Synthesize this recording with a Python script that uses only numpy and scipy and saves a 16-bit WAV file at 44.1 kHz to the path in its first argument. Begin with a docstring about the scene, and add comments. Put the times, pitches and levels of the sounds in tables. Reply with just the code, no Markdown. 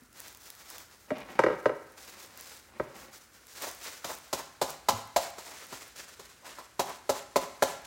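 """Small kitchen: thin plastic gloves squeeze dough, a plastic bowl scrapes and knocks, dough lands in it.
Gloves: dense random creases, coloured as film, worked by each squeeze and wipe; single creases snap.
Bowl on the counter: scraping grains, struck modes, quickening rebounds.
Bowl in the hand: each landing of dough rings the wall, with a burst of crinkle and a short wipe.
Close reflections, a kitchen tail and a steady background surround them."""
import sys
import numpy as np
from scipy import signal
from scipy.fft import rfft, irfft
from scipy.io import wavfile

SR = 44100
rng = np.random.default_rng(int(sys.argv[2]) if len(sys.argv) > 2 else 0)


def unload_wav(signal):
    """Save mono or channel-first audio to the path in sys.argv[1] as 16-bit WAV at rate SR, clipped to [-1, 1]."""
    wavfile.write(
        sys.argv[1],
        SR,
        np.round(np.clip(np.atleast_2d(signal).T, -1, 1) * 32767).astype(np.int16),
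    )


N = 346626
TIME_S = np.arange(N) / SR
MODE_TIME_S = TIME_S[:SR // 3]

# steady background spectrum: (frequency [Hz], density [dB per Hz])
AMBIENCE_SPECTRUM = [(25, -16.5), (52, 9), (100, 4.5), (170, -1.5), (280, 0.5), (550, -6), (900, -13),
                     (1400, 0), (2200, -9.5), (3200, -18), (5000, -25), (7500, -17.5), (10000, -13.5),
                     (15500, -26)]
AMBIENCE_LEVEL_DB = -63.5

# gloved hand closes on dough: (time [s], attack [s], hold [s], level [dB])
SQUEEZES = [(0.18, 0.028, 0.092, -48), (0.42, 0.025, 0.076, -51), (0.71, 0.095, 0.056, -48),
            (0.92, 0.025, 0.028, -55), (1.18, .03, 0.22, -63), (1.98, 0.0095, 0.26, -50),
            (2.38, 0.029, .17, -47.5), (2.955, .018, 0.04, -49), (3.15, 0.031, 0.0056, -48.5),
            (3.35, 0.026, .12, -57), (3.61, 0.067, 0.05, -39), (3.865, 0.069, 0.035, -40.5),
            (4.24, 0.036, 0.0091, -54), (5.48, 0.045, 0.16, -49.5), (5.70, 0.056, 0.16, -48),
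            (5.963, 0.0045, 0.036, -43.5), (6.09, 0.034, .03, -51.5), (6.45, 0.011, 0.037, -48),
            (7.85, 0.0029, 0.042, -44.5)]
SQUEEZE_RELEASE_S, GLOVE_REST_DB = 0.057, -61
# glove turns from the microphone into the bowl: (time [s], share of muffled film [0-1])
GLOVE_SHADE = [(0, 0.6), (.9, 0.55), (2.0, 0.66), (3.0, 0.62), (3.7, 0.67), (7.86, 1)]
# film facing the microphone: (frequency [Hz], density [dB per Hz])
FILM_OPEN_SPECTRUM = [(100, -12), (280, -17), (550, -4), (900, 7.5), (1400, -2.5), (2200, -17), (3200, -1),
                      (5000, 3.5), (7500, -0.5), (10000, -2), (15500, 2.5)]
# muffled film: (frequency [Hz], density [dB per Hz])
FILM_SHADED_SPECTRUM = [(100, -16), (280, -4), (550, 1.5), (900, -4), (1400, 1.5), (2200, 0), (2900, -3),
                        (4200, -3), (7500, -3.5), (9000, -8), (15500, -15.5)]
TICKS_PER_S, TICK_SPREAD_DB, TICK_LEVEL_DB = 90, 6, -5.5
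# single creases snapping through: (time [s], peak [dB])
CREASE_SNAPS = [(0.1284, -41.5), (0.282, -29.5), (0.348, -35), (0.5024, -28), (0.551, -37), (0.7013, -27.5),
                (0.782, -28.5), (0.803, -36), (1.183, -40.5), (1.205, -40), (2.3744, -33), (3.469, -37.5),
                (5.878, -36)]

# soft pushes on the bowl: (time [s], level [dB], frequency [Hz], t60 [s])
BOWL_BUMPS = [(0.019, -50.5, 248, .15), (1.116, -20, 606, 0.061), (1.117, -20.5, 269, 0.043),
              (2.802, -32, 137, 0.061), (4.926, -34, 233, 0.12), (4.935, -35.5, 105.6, 0.22),
              (5.728, -47, 126, 0.075)]

# bowl pushed over the counter: (time [s], hold [s], level [dB])
BOWL_SLIDES = [(1.17, .05, -45), (1.294, 0.12, -47.5), (1.379, 0.13, -45), (1.954, 0.43, -62.5),
               (2.735, 0.35, -57.5)]
SLIDE_ATTACK_S, SLIDE_RELEASE_S = 0.038, 0.055
# scraping foot: (frequency [Hz], density [dB per Hz])
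SCRAPE_SPECTRUM = [(90, -6.5), (250, -0.5), (520, -1.5), (900, -2), (1350, -7), (2300, -6.5), (3200, -14.5),
                   (6000, -23.5), (12000, -58)]
# bowl comes down and rocks: (time [s], peak [dB], contact cut-off [Hz], favoured modes [Hz],
# their lift [dB], first rebound after [s], rebounds [count], loss per rebound [dB])
BOWL_KNOCKS = [(1.105, -21.5, 2800, 280, 6, .013, 2, 8.5), (1.300, -49, 3000, 2190, -1.5, 0, 0, 0),
               (1.391, -6, 2670, 905, 8.5, .0457, 7, 3.5), (1.657, -8, 1780, 523, 5, .037, 2, 9.5),
               (2.798, -18, 1500, 296, 4, 0, 0, 0)]
# modes of the bowl standing on the counter: (frequency [Hz], level [dB], t60 [s])
BOWL_DOWN_MODES = [(123, -22, 0.28), (163, -22.5, 0.18), (253.6, -21, 0.14), (317, -13, 0.14),
                   (389.5, -3.5, 0.07), (422.7, 0, 0.083), (513.4, -0.5, 0.054), (617.4, -2.5, 0.06),
                   (763, -1, 0.011), (911, -3.5, 0.029), (1020, -2.5, 0.027), (1067, -6, 0.022),
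                   (1261, -0.5, 0.022), (1565, -3, 0.035), (1940, -2, 0.018), (2310, -6, 0.028),
                   (2850, -12, 0.037)]
# powers of the rebound number that shrink the gap and the contact cut-off
ROCK_GAP_POWER, ROCK_CUTOFF_POWER = .75, 0.48
ROCK_FOCUS_HZ, ROCK_FOCUS_DB = 380, 2.5   # rebounds favour the modes of the foot

# dough gathered from the wall: (time [s], hold [s], level [dB])
DOUGH_SCOOPS = [(3.619, 0.056, -45.5), (5.47, .08, -52.5), (6.447, 0.051, -50)]
# dough and fingers land, then wipe: (time [s], peak [dB], crinkle [dB], low modes [dB],
# favoured modes [Hz], their lift [dB], after-ring [dB], wipe after [s], its rustle [dB], its rubbing [dB])
DOUGH_SLAPS = [(3.668, -31.5, -46, -1, 750, 9, -28, .01, -46, -53),
               (4.044, -33, -32.5, -25, 1140, 25, -36, .055, -39.5, -39),
               (4.329, -23.5, -27, 1.5, 1140, -8, -47, 0.065, -43, -43),
               (4.615, -16, -25.5, -1.5, 1050, 0, -36, 0.068, -44, -47),
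               (4.886, -11.5, -22.5, -4.5, 920, 15.5, -25, 0.077, -46.5, -43),
               (5.162, -11.5, -23.5, -30, 743, 12.5, -22, 0.058, -41, -67),
               (5.383, -41, -42, 2, 1320, 16, -36, .005, -46, -57),
               (5.725, -38, -42.5, 18, 250, 3, -29, 0.0016, -46, -49),
               (6.194, -41.5, -45, 2, 404, 5, -33, 0.049, -48.5, -67),
               (6.586, -33.5, -48, -23, 1150, 33, -18, 0.0025, -52, -52),
               (6.794, -15.5, -27, 0, 830, 11, -20.5, 0.09, -43.5, -40),
               (7.093, -14, -26.5, 0, 594, 5.5, -45, 0.07, -40.5, -39.5),
               (7.359, -10, -26.5, -3, 1040, 7.5, -39, 0.064, -42, -43),
               (7.623, -9.5, -24, -5, 1450, 11, -50, 0.056, -39.5, -41)]
# modes of the bowl held in the hand: (frequency [Hz], level [dB], t60 [s])
BOWL_HELD_MODES = [(112, -53, .12), (159, -36, 0.074), (262, -15, 0.13), (348, -16, 0.065),
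                   (402.7, 0, 0.085), (503, -3, 0.027), (542, -9, 0.11), (610, 2.5, 0.026),
                   (684, -3.5, 0.071), (744, -16, 0.035), (856, -9.5, 0.072), (930, -26, 0.03),
                   (969, -4, 0.051), (1003, -1.5, 0.03), (1080, -21, 0.024), (1280, -13, 0.016),
                   (1694, -10, 0.013), (2060, -6, 0.007), (2520, -15.5, 0.015)]
# crushed glove: (frequency [Hz], density [dB per Hz])
SPLAT_SPECTRUM = [(300, 1.5), (1000, 11), (1800, -3), (2800, -3.5), (4000, 0.5), (5500, -2), (7300, 0),
                  (8500, -7), (12000, -7.5), (16000, -13)]
# dough rubbing the wall: (frequency [Hz], density [dB per Hz])
RUB_SPECTRUM = [(70, -15.5), (130, -17), (250, -4.5), (400, -4), (580, 3.5), (760, 0.5), (1020, 6.5),
                (1200, -1), (1450, -6.5), (3000, -26.5)]
# glove rustle outlasts the rubbing
WIPE_HOLD_S, WIPE_ATTACK_S, WIPE_RELEASE_S = 0.018, 0.031, 0.034
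RUB_ATTACK_S, RUB_RELEASE_S = 0.012, 0.015

# reflections from counter, pan and hood: (delay [s], gain [ratio])
REFLECTIONS = [(.0036, 0.35), (.0053, 0.32), (.0087, 0.23), (0.0139, 0.098)]
# kitchen reverberation: (frequency [Hz], t60 [s])
KITCHEN_T60 = [(100, 0.79), (500, 0.51), (1500, 0.78), (5000, 0.63), (15000, 0.38)]
GLOVE_SEND_DB, KNOCK_SEND_DB, SLAP_SEND_DB, SPLAT_SEND_DB = -10.5, -12.0, -12.5, -11.0
BASS_CUT_HZ, TREBLE_CUT_HZ = 47.6, 16000


def from_db(db):
    """Decibels to amplitude gain."""
    return 10 ** (np.asarray(db) / 20)


def rms_one(x):
    """Scale to unit rms."""
    return x / np.sqrt(np.mean(x ** 2) + 1e-20)


def at_hz(points, hz):
    """Interpolate a table on a log-frequency axis."""
    table_hz, value = np.transpose(points)
    return np.interp(np.log(np.maximum(hz, 1)), np.log(table_hz), value)


def butter(x, hz, kind, order=2):
    """Causal Butterworth filter."""
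    sos = signal.butter(order, np.clip(hz, 10, .45 * SR), kind, fs=SR, output="sos")
    return signal.sosfilt(sos, x)


def colour(x, spectrum):
    """Minimum-phase filter with the given spectrum, so clicks stay sharp; rms 1."""
    size = 4096
    bins_hz = np.arange(size // 2 + 1) * SR / size
    cepstrum = irfft(np.log(from_db(at_hz(spectrum, bins_hz))))
    # fold the cepstrum to its causal half: minimum phase
    cepstrum[1:size // 2] *= 2
    cepstrum[size // 2 + 1:] = 0
    impulse = irfft(np.exp(rfft(cepstrum)))
    return rms_one(signal.fftconvolve(x, impulse)[:len(x)])


def drift(rate_hz):
    """Random piecewise-linear curve, rms 1, with rate_hz new values a second."""
    return rms_one(np.interp(TIME_S * rate_hz, np.arange(4000), rng.standard_normal(4000)))


def add(out, time_s, sound):
    """Mix a sound in at a time."""
    start = max(round(time_s * SR), 0)
    out[start:start + len(sound)] += sound[:max(N - start, 0)]


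def grains(per_s, spread_db):
    """Random tiny clicks, mostly weak with a few strong ones; rms 1."""
    sizes = from_db(spread_db * np.minimum(rng.exponential(1, N), 5))
    signed = sizes * rng.choice([-1, 1], N)
    return rms_one(signed * (rng.random(N) < per_s / SR))


def ring(hz, t60_s):
    """One struck mode: a third of a second of decaying sine."""
    decay = from_db(-60 * MODE_TIME_S / max(t60_s, .003))
    return np.sin(2 * np.pi * hz * MODE_TIME_S) * decay


def strike(modes, gains_db):
    """All modes of a body struck together; neighbours swing in opposite senses."""
    out = 0
    for k, (hz, db, t60_s) in enumerate(modes):
        out = out + (-1) ** k * from_db(db + gains_db[k]) * ring(hz, t60_s)
    return out


def favoured(mode_hz, focus_hz):
    """Weight 0-1 of the modes that a point of contact excites best."""
    return np.exp(-(np.log2(mode_hz / focus_hz) / 0.33) ** 2)


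def strokes(rows, release_s):
    """Gain of movements (s, attack s, hold s, dB): exponential swell, hold, exponential decay; powers add."""
    t, power = TIME_S[::32], 0
    for time_s, attack_s, hold_s, db in rows:
        before = np.maximum(time_s - t, 0) / max(attack_s, .001)
        after = np.maximum(t - time_s - hold_s, 0) / release_s
        power = power + (from_db(db) * np.exp(-before - after)) ** 2
    return np.interp(TIME_S, t, np.sqrt(power))


def ambience():
    """Steady kitchen background: coloured noise."""
    return from_db(AMBIENCE_LEVEL_DB) * colour(rng.standard_normal(N), AMBIENCE_SPECTRUM)


def flexing():
    """How hard the film is worked: by squeezes, by the wipe after each slap, and a little at rest."""
    squeezes = strokes(SQUEEZES, SQUEEZE_RELEASE_S)
    wipe_rows = [(s + after_s, WIPE_ATTACK_S, WIPE_HOLD_S, db) for s, *_, after_s, db, _ in DOUGH_SLAPS]
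    wipes = strokes(wipe_rows, WIPE_RELEASE_S)
    return np.sqrt(squeezes ** 2 + wipes ** 2 + from_db(GLOVE_REST_DB) ** 2)


def crease_snaps():
    """Single creases snap through: short bright noise bursts."""
    out, t = np.zeros(N), TIME_S[:SR // 100]
    for time_s, peak_db in CREASE_SNAPS:
        burst = rng.standard_normal(len(t)) * np.exp(-t / 0.0017)
        snap = butter(burst, 2000, "high", order=1)
        add(out, time_s, from_db(peak_db) * snap / np.abs(snap).max())
    return out


def gloves():
    """Thousands of creases a second buckle in clumps and merge into a rustle; a few snap loudly."""
    rustle = grains(per_s=5000 * from_db(3.8 * drift(45)), spread_db=1.5)
    # wide folds and fine wrinkles flutter independently
    folds = butter(rustle, 3800, "low", order=1)
    wrinkles = rustle - folds
    rustle = folds * from_db(2.0 * drift(50)) + wrinkles * from_db(2.06 * drift(70))
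    shade = np.interp(TIME_S, *np.transpose(GLOVE_SHADE))
    film = (1 - shade) * colour(rustle, FILM_OPEN_SPECTRUM) + shade * colour(rustle, FILM_SHADED_SPECTRUM)
    # smallest creases tick in the treble, clearest when facing the microphone
    ticks = (1 - 0.67 * shade) * butter(grains(TICKS_PER_S, TICK_SPREAD_DB), 7000, "high")
    return flexing() * (film + from_db(TICK_LEVEL_DB) * ticks) + crease_snaps()


def bumps():
    """A soft push sets only one low mode of the bowl swinging."""
    out = np.zeros(N)
    soft_onset = np.clip(MODE_TIME_S / 0.0023, 0, 1)
    for time_s, db, hz, t60_s in BOWL_BUMPS:
        add(out, time_s, from_db(db) * ring(hz, t60_s) * soft_onset)
    return out


def contacts():
    """Each knock and its rebounds, which come ever sooner, weaker and duller."""
    rows = []
    for time_s, db, contact_hz, focus_hz, focus_db, gap_s, rebounds, loss_db in BOWL_KNOCKS:
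        rows.append((time_s, db, contact_hz, focus_hz, focus_db))
        for k in range(1, round(rebounds) + 1):
            time_s = time_s + gap_s / k ** ROCK_GAP_POWER
            cutoff_hz = contact_hz / (k + 1) ** ROCK_CUTOFF_POWER
            rows.append((time_s, db - k * loss_db, cutoff_hz, ROCK_FOCUS_HZ, ROCK_FOCUS_DB))
    return rows


def sliding():
    """How hard the foot of the bowl scrapes: it catches and slips during each push."""
    rows = [(s, SLIDE_ATTACK_S, hold_s, db) for s, hold_s, db in BOWL_SLIDES]
    return strokes(rows, SLIDE_RELEASE_S) * from_db(2.7 * drift(45))


def bowl_on_counter():
    """The foot of the bowl scrapes, knocks and rocks to rest; a softer contact is duller."""
    out, hits = np.zeros(N), contacts()
    mode_hz = np.array(BOWL_DOWN_MODES)[:, 0]
    scrape = sliding() * colour(grains(per_s=700, spread_db=1.0), SCRAPE_SPECTRUM)
    chance = rng.standard_normal((len(hits), len(mode_hz)))
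    for (time_s, db, contact_hz, focus_hz, focus_db), luck in zip(hits, chance):
        gains_db = 1.86 * luck + focus_db * favoured(mode_hz, focus_hz)
        knock = butter(strike(BOWL_DOWN_MODES, gains_db), contact_hz, "low")
        burst = rng.standard_normal(len(knock)) * np.exp(-MODE_TIME_S / 0.009)
        tick = butter(burst, 2.03 * contact_hz, "low")
        add(out, time_s, from_db(db) * (knock / np.abs(knock).max() + from_db(-20.5) * tick))
    return out + scrape


def rubbing():
    """How hard the dough is pressed along the wall: in each scoop and in the wipe after each slap."""
    wipes = [(s + after_s, WIPE_HOLD_S, db) for s, *_, after_s, _, db in DOUGH_SLAPS]
    rows = [(s, RUB_ATTACK_S, hold_s, db) for s, hold_s, db in [*DOUGH_SCOOPS, *wipes]]
    return strokes(rows, RUB_RELEASE_S)


def splat_and_rub():
    """A slap crushes the glove all at once; then the dough is wiped along the wall."""
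    crush = np.zeros(N)
    burst = (1 - np.exp(-MODE_TIME_S / 0.0026)) ** 2 * np.exp(-MODE_TIME_S / 0.014)
    for time_s, _, crinkle_db, *_ in DOUGH_SLAPS:
        add(crush, time_s - .002, from_db(crinkle_db) * burst / burst.max())
    splat = crush * colour(grains(per_s=14000, spread_db=3.5), SPLAT_SPECTRUM)
    # tacky dough sticks and lets go, so the wipe comes in clumps
    slips = grains(per_s=1100 * from_db(4.7 * drift(70)), spread_db=2.0)
    return splat + rubbing() * colour(slips, RUB_SPECTRUM)


def dough_on_bowl():
    """Each slap rings the wall of the bowl; where it lands decides which modes speak."""
    out, mode_hz = np.zeros(N), np.array(BOWL_HELD_MODES)[:, 0]
    chance = rng.standard_normal((len(DOUGH_SLAPS), len(mode_hz)))
    for row, luck in zip(DOUGH_SLAPS, chance):
        time_s, db, _, bass_db, focus_hz, focus_db, after_db, *_ = row
        gains_db = .5 * luck + bass_db * (mode_hz < 450) + focus_db * favoured(mode_hz, focus_hz)
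        wall = strike(BOWL_HELD_MODES, gains_db)
        # a stiff, glancing contact moves little air in the bass
        wall = butter(wall, 85 * from_db(-.5 * bass_db), "high")
        # the hollow rings on in a band of crowded resonances
        noise = rng.standard_normal(len(MODE_TIME_S))
        hollow = rms_one(butter(noise, focus_hz * np.array([.8, 1.08]), "band"))
        after = hollow * from_db(after_db - 60 * MODE_TIME_S / 0.26)
        add(out, time_s, from_db(db) * (wall / np.abs(wall).max() + after))
    return out


def nearby(x, top_hz):
    """Close surfaces repeat a sound within milliseconds, a little duller."""
    out, dull = x.copy(), butter(x, top_hz, "low", order=1)
    for delay_s, gain in REFLECTIONS:
        add(out, delay_s, gain * dull)
    return out


def kitchen(x):
    """A diffuse tail builds up quickly, each band dying at its own rate."""
    t, edges_hz = TIME_S[:SR], np.geomspace(50, 18000, 10)
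    # evenly spread echoes: equal strength at every frequency, random phase
    echoes = rms_one(irfft(np.exp(2j * np.pi * rng.random(SR // 2 + 1))))
    tail = 0
    for k, (low_hz, high_hz) in enumerate(zip(edges_hz, edges_hz[1:])):
        fade = from_db(-60 * t / at_hz(KITCHEN_T60, np.sqrt(low_hz * high_hz)))
        shifted = np.roll(echoes, k * len(t) // len(edges_hz))
        tail = tail + butter(shifted, [low_hz, high_hz], "band") * fade
    tail = tail * np.clip((t - .005) / 0.0067, 0, 1)
    return signal.fftconvolve(x, tail / np.sqrt(np.sum(tail ** 2)))[:N]


def scene():
    """Gloves, bowl and dough in the kitchen, over its steady background."""
    background, glove = ambience(), gloves()
    knocks = nearby(bowl_on_counter(), top_hz=2470)
    splat = splat_and_rub()
    slaps = nearby(dough_on_bowl(), top_hz=2620) + bumps()
    send = from_db(GLOVE_SEND_DB) * glove + from_db(KNOCK_SEND_DB) * knocks
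    send = send + from_db(SLAP_SEND_DB) * slaps + from_db(SPLAT_SEND_DB) * splat
    return (glove + splat + knocks + slaps + kitchen(send) + background)[None]


def record(dry):
    """The microphone drops the deepest bass and the top is cut steeply."""
    thin = butter(dry, BASS_CUT_HZ, "high", order=8)
    return signal.sosfilt(signal.ellip(10, .1, 80, TREBLE_CUT_HZ, fs=SR, output="sos"), thin)


dry = scene()
out = record(dry)
unload_wav(out)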